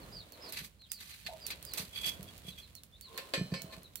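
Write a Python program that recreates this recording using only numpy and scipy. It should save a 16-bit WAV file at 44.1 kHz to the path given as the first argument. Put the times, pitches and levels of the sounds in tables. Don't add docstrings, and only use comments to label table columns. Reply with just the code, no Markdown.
import sys
import numpy as np
from scipy import signal
from scipy.fft import rfft, irfft
from scipy.io import wavfile

SR = 44100
rng = np.random.default_rng(int(sys.argv[2]) if len(sys.argv) > 2 else 0)


def dump_mix(stems):
    frames = np.atleast_2d(stems).T
    limited = np.clip(frames, -1, 1)
    pcm = np.round(limited * 32767).astype(np.int16)
    wavfile.write(sys.argv[1], SR, pcm)


N = 176400
T = np.arange(N) / SR
YARD_T60_S, NEAR_T60_S = 0.21, 0.14
JERK_DB = 3.2

def from_db(db):
    return 10 ** (np.asarray(db) / 20)

def rms_one(x):
    return x / np.sqrt(np.mean(x ** 2) + 1e-20)

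def level(rows):
    return from_db(np.interp(T, *np.transpose(rows)))

def at_bins(points):
    hz, value = np.transpose(points)
    return np.interp(np.log(np.arange(N // 2 + 1) * SR / N + 1), np.log(hz), value)

def colour(x, spectrum):
    return irfft(rfft(x) * from_db(at_bins(spectrum)), N)

def tremor():
    return rms_one(signal.sosfilt(signal.butter(2, 130, fs=SR, output="sos"), rng.standard_normal(N)))

def grains(per_s, spread_db):
    sizes = from_db(spread_db * np.minimum(rng.exponential(1, N), 5))
    return (rng.random(N) < per_s / SR) * sizes * rng.standard_normal((2, N))

def clicks(times, db):
    out = np.zeros(N)
    out[np.clip((np.asarray(times) * SR).astype(int), 0, N - 1)] = from_db(db)
    return out

def fade(x, t60):
    return signal.lfilter([1], [1, -from_db(-60 / (t60 * SR))], x + 1e-18)

def ring(x, hz, t60):
    decay, step = from_db(-60 / (t60 * SR)), 2 * np.pi * hz / SR
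    return signal.lfilter([0, np.sin(step)], [1, -2 * decay * np.cos(step), decay ** 2], x + 1e-18)

def resonate(x, hz, width):
    t60 = np.log(1000) / np.pi / width
    return rms_one(ring(ring(x, hz, t60), hz, t60))

def echoes(x, t60):
    t = T[:SR // 2]
    tail = rng.standard_normal((2, len(t))) * from_db(-60 * t / t60) * (t > .003)
    tail /= np.sqrt(np.sum(tail ** 2) / 2)
    return signal.fftconvolve(np.atleast_2d(x), tail, axes=1)[:, :N]

def note(start, length, turn_hz, end_hz, db, waver):
    progress = np.clip((T - start) / length, 0, 1)
    turn_at = .18
    bend = np.abs((progress - turn_at) / (1 - turn_at)) ** 1.6
    hz = (turn_hz + (end_hz - turn_hz) * bend) * (1 + waver)
    volume = from_db(db + 3.2 * tremor()) * np.sin(np.pi * progress ** .75)
    return volume * np.sin(2 * np.pi * np.cumsum(hz) / SR)

# f/Hz, likeness (1 = same, -1 = opposite)
LIKENESS = [(200,0.83),(500,0.6),(1300,-0.2),(4400,0.033),(8000,-0.35)]
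def noise(spectrum):
    shared, side = rfft(rng.standard_normal((2, N)))
    alike = np.clip(at_bins(LIKENESS), -1, 1)
    left_right = np.sqrt(1 + alike) * shared + np.sqrt(1 - alike) * side * [[1], [-1]]
    return rms_one(colour(irfft(left_right, N), spectrum))

# f/Hz, level/dB
RUMBLE_TONE = [(25,-30),(48,0.5),(70,2),(110,-5.5),(190,-7.5),(500,-33)]
RUSTLE_TONE = [(100,-36),(200,-2),(400,0),(650,1.5),(820,-7),(1040,-4),(1400,-9),(4000,-20.5)]
SIZZLE_TONE = [(300,-17),(2500,4),(4300,5),(5600,-3.5),(8000,1),(16000,-4)]
# t/s, level/dB
RUMBLE_LEVEL = [(0,-60),(.17,-55),(.3,-68.5),(.6,-59),(.8,-68.5),(1.4,-62),(2.2,-58.5),(2.75,-63.5),(3.5,-66.5),(4,-62.5)]
RUSTLE_LEVEL = [(0,-52),(.3,-61.5),(.47,-50),(.6,-64.5),(.72,-72),(1.2,-75),(1.48,-55.5),(1.62,-62),(1.8,-52),(1.9,-64.5),(2.08,-53.5),(2.7,-69.5),(3.04,-72),(3.15,-56.5),(3.75,-56.5),(3.93,-67)]
SIZZLE_LEVEL = [(0,-57.5),(.45,-60),(.78,-69),(1.1,-56),(1.6,-55),(2.3,-56.5),(2.7,-61.5),(2.91,-71),(3.15,-54),(3.75,-58),(3.92,-67)]
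def background():
    rumble = from_db(4.5) * noise(RUMBLE_TONE)
    rustle = noise(RUSTLE_TONE)
    crackle = grains(per_s=1500, spread_db=1.8) * from_db(JERK_DB * tremor())
    sizzle = from_db(-3) * rms_one(colour(crackle, SIZZLE_TONE)) + from_db(-6.5) * noise(SIZZLE_TONE)
    return level(RUMBLE_LEVEL) * rumble + level(RUSTLE_LEVEL) * rustle + level(SIZZLE_LEVEL) * sizzle

# t/s, length/s, f/Hz, level/dB
HOOT = [(1.282,.022,680,-43),(1.308,.03,900,-57),(1.305,.07,630,-50.5)]
def far_hoot():
    call = sum(note(t, length, hz, hz, db, waver=.05 * tremor()) for t, length, hz, db in HOOT)
    return call + from_db(2) * echoes(call, YARD_T60_S)

# t/s, length/s, highest f/Hz, level/dB
PEEPS = [(0.011,0.049,4420,-59),(0.117,0.118,4983,-46.5),(0.32,0.039,4440,-55),(0.403,0.12,5100,-50),(0.789,0.087,4270,-58),(0.89,0.13,4970,-51),(1.115,0.04,4290,-54),(1.244,0.05,4370,-51),(1.406,0.1,4870,-48),(1.652,0.095,4960,-49),(2.498,0.059,4090,-54),(2.616,0.053,4264,-57),(2.747,0.048,4350,-53.5),(3.013,0.087,4450,-53.5),(3.145,0.051,4280,-56),(3.703,.045,4400,-56.5),(3.838,0.034,4180,-53.5),(3.965,0.058,4390,-57.5)]
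def chicks():
    waver = .017 * tremor()
    peeps = sum(note(t, length, hz, hz - 330 - 11000 * length, db, waver) for t, length, hz, db in PEEPS)
    peeps += note(start=2.92, length=.06, turn_hz=3450, end_hz=4250, db=-58, waver=waver)
    peeps += from_db(-10) * np.interp(T - .021, T, peeps)
    return peeps + from_db(-2) * echoes(peeps, t60=0.11)

# t/s, level/dB
THUDS = [(0.037,-45),(0.613,-42.5),(1.254,-49),(1.796,-39.5),(1.827,-42.5),(2.065,-43),(2.192,-38.5),(2.218,-44),(2.243,-44),(2.447,-45),(2.479,-39),(3.374,-30),(3.393,-32),(3.409,-24.5),(3.52,-24.5),(3.64,-36.5),(3.773,-43)]
# f/Hz, level/dB, t60/s
CLAY_TONES = [(68,-15,0.067),(138.9,0.5,0.076),(188.5,2.5,0.062),(305,-7,0.025),(410.4,-5.5,0.046),(649,-7.5,0.026)]
def stove_thuds():
    times, bump_db = np.transpose(THUDS)
    body = np.zeros(N)
    for k, (hz, db, t60) in enumerate(CLAY_TONES):
        hits = clicks(times, bump_db + db + rng.normal(0, 1, len(times)))
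        body += (-1) ** k * ring(hits, hz, t60)
    contact_s = 0.003
    softness = np.exp(-2 * np.pi / (contact_s * SR))
    body = signal.lfilter([1 - softness], [1, -softness], body)
    return body + from_db(-8) * echoes(body, t60=0.27)[0]

# t/s, length/s, f/Hz, level/dB
SQUEAKS = [(3.055,0.32,1045,-57.5),(3.09,0.14,450,-55.5),(3.529,0.1,4290,-51),(3.544,0.073,2234,-48.5),(3.548,0.042,5000,-47.5),(3.583,0.24,647,-59),(3.692,0.094,1053,-57)]
def rod_squeaks():
    tones = sum(note(t, length, hz, hz, db, waver=.015 * tremor()) for t, length, hz, db in SQUEAKS)
    return tones + from_db(-4) * echoes(tones, NEAR_T60_S)

# t/s, ring level/dB, clatter level/dB
CLANGS = [(3.177,-52.5,-40.5),(3.337,-40.5,-31.5),(3.377,-48,-56),(3.518,-56,-68),(3.539,-46,-42.5),(3.724,-59,-63)]
# f/Hz, level/dB, t60/s
ROD_TONES = [(541,1.5,0.24),(1065,-0.5,0.13),(1776,1,0.25),(2194,-17,0.25),(2454,1,0.19),(2633,-5.5,0.33),(3040,-8,0.48),(4124,-4.5,0.53),(4430,-8,0.17),(4620,7,0.06),(4510,-11,0.32),(5292,-8.5,0.43),(5968,-5,0.33),(7830,-2.5,0.27)]
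# f/Hz, level/dB
CLATTER_TONE = [(150,-11),(550,5),(850,-11),(1800,0.5),(2450,0),(3100,-3),(4750,2),(5500,-18),(7500,-8.5),(16000,-23)]
def rod_clangs():
    times, ring_db, clatter_db = np.transpose(CLANGS)
    faint_tones = [(hz * rng.uniform(.97, 1.03), -6 - 0.04 * hz, .24)
                   for hz in np.linspace(1350, 13500, 30)]
    ringing = np.zeros((2, N))
    for hz, db, t60 in ROD_TONES + faint_tones:
        for side in ringing:
            starts = times + rng.uniform(0, .0002, len(times))
            side += ring(clicks(starts, ring_db + db + rng.normal(0, 2, len(times))), hz, t60)
    hits = clicks(times, clatter_db)
    clatter_volume = fade(hits, t60=0.11) + from_db(-3.5) * fade(hits, t60=0.24)
    return ringing + noise(CLATTER_TONE) * clatter_volume

def strokes(rows):
    curves = np.zeros((2, N))
    for peak, rise, fall, *db in rows:
        distance = np.maximum((peak - T) / rise, (T - peak) / fall)
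        curves += from_db(db)[:, None] * .1 ** np.minimum(distance, 10)
    return curves

# peak t/s, rise/s, fall/s, crunch level/dB, ash level/dB
CRUMBLES = [(.46,0.13,0.069,-55,-85),(.493,0.011,0.014,-52,-41.5),(.527,0.0066,0.039,-42.5,-41.5),(.578,0.031,0.046,-37,-39),(.648,0.026,0.035,-51.5,-46),(1.005,0.018,0.061,-50,-48),(1.09,0.15,0.27,-55,-53.5),(1.265,0.0013,0.018,-32,-45.5),(1.455,0.0083,0.15,-51,-80),(1.505,0.0024,0.018,-36.5,-38),(1.526,0.02,0.017,-42,-67),(1.738,0.0041,0.03,-40,-59),(1.778,0.014,0.068,-39.5,-33.5),(1.805,0.01,0.029,-44,-59),(3.73,0.0067,0.024,-42.5,-51)]
# peak t/s, rise/s, fall/s, squeal level/dB, ash level/dB
SCRAPES = [(1.958,0.044,0.05,-44,-46),(1.981,0.031,0.018,-38.5,-53),(2.012,0.035,0.052,-51,-48),(2.043,0.015,0.012,-34,-53),(2.063,0.022,0.081,-36.5,-36.5),(2.092,0.053,0.0068,-35.5,-40),(2.29,0.024,0.022,-52,-62),(2.487,0.049,0.041,-47.5,-48.5),(2.585,0.038,0.068,-50,-53)]
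# f/Hz, level/dB
CRUNCH_TONE = [(250,-10.5),(600,-15.5),(1500,-8),(2400,2.5),(2850,-3.5),(4400,3),(5400,-9.5),(9000,-19),(16000,-21)]
ASH_TONE = [(2000,-11.5),(4500,-1.5),(6500,-2.5),(9000,-1),(14300,0.5),(16000,-20)]
# f/Hz, width/Hz, level/dB
SQUEAL_BANDS = [(2520,560,-3),(3293,340,-4),(3338,126,2.5),(3770,470,-7),(4540,130,-3.5)]
def raking():
    crunch_volume, crumble_ash = strokes(CRUMBLES)
    squeal_volume, scrape_ash = strokes(SCRAPES)
    crunch = rms_one(colour(grains(per_s=5600, spread_db=2), CRUNCH_TONE))
    ash = rms_one(colour(grains(per_s=7000, spread_db=1.5), ASH_TONE))
    rub = grains(per_s=5600, spread_db=2)
    squeal = rms_one(sum(from_db(db) * resonate(rub, hz, width) for hz, width, db in SQUEAL_BANDS))
    rake = crunch_volume * crunch + squeal_volume * squeal + (crumble_ash + scrape_ash) * ash
    rake *= from_db(JERK_DB * tremor() - 3.5)
    return rake + from_db(1) * echoes(rake, t60=0.018) + from_db(-11.5) * echoes(rake, YARD_T60_S)

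# t/s, relative level/dB
SNAPS = [(0.322,-43),(0.524,-34),(0.647,-41.5),(0.9175,-24.5),(1.4663,-26.5),(1.627,-37.5),(1.651,-34.5),(1.7364,-27.5),(2.229,-38.5),(2.379,-43),(2.7523,-39.5),(2.835,-41.5),(3.0107,-39),(3.177,-31),(3.6192,-33),(3.832,-45.5),(3.9565,-29)]
def ember_snaps():
    times, db = np.transpose(SNAPS)
    hits = clicks(times, db) + clicks(times + 0.0016, db - 5.5)
    cracks = fade(hits, t60=.005) * rng.choice([-1, 1], (2, N))
    keep_highs = signal.butter(1, 8750, "high", fs=SR, output="sos")
    cracks = from_db(10) * signal.sosfilt(keep_highs, cracks)
    return cracks + from_db(-5.5) * echoes(cracks, NEAR_T60_S)

def scene():
    yard = background() + far_hoot() + chicks()
    return yard + stove_thuds() + rod_squeaks() + rod_clangs() + raking() + ember_snaps()

# f/Hz, level/dB
LEFT_MIC = [(60,-4.5),(300,-1),(700,-3),(1500,0.5),(4200,-1),(6400,-10.5),(9800,-32),(15000,-11)]
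def record(dry):
    heard = np.array([colour(dry[0], LEFT_MIC), dry[1]])
    heard = signal.sosfilt(signal.butter(2, 38, "high", fs=SR, output="sos"), heard)
    return signal.sosfilt(signal.ellip(10, .3, 70, 15800, fs=SR, output="sos"), heard)


dry = scene()
out = record(dry)
dump_mix(out)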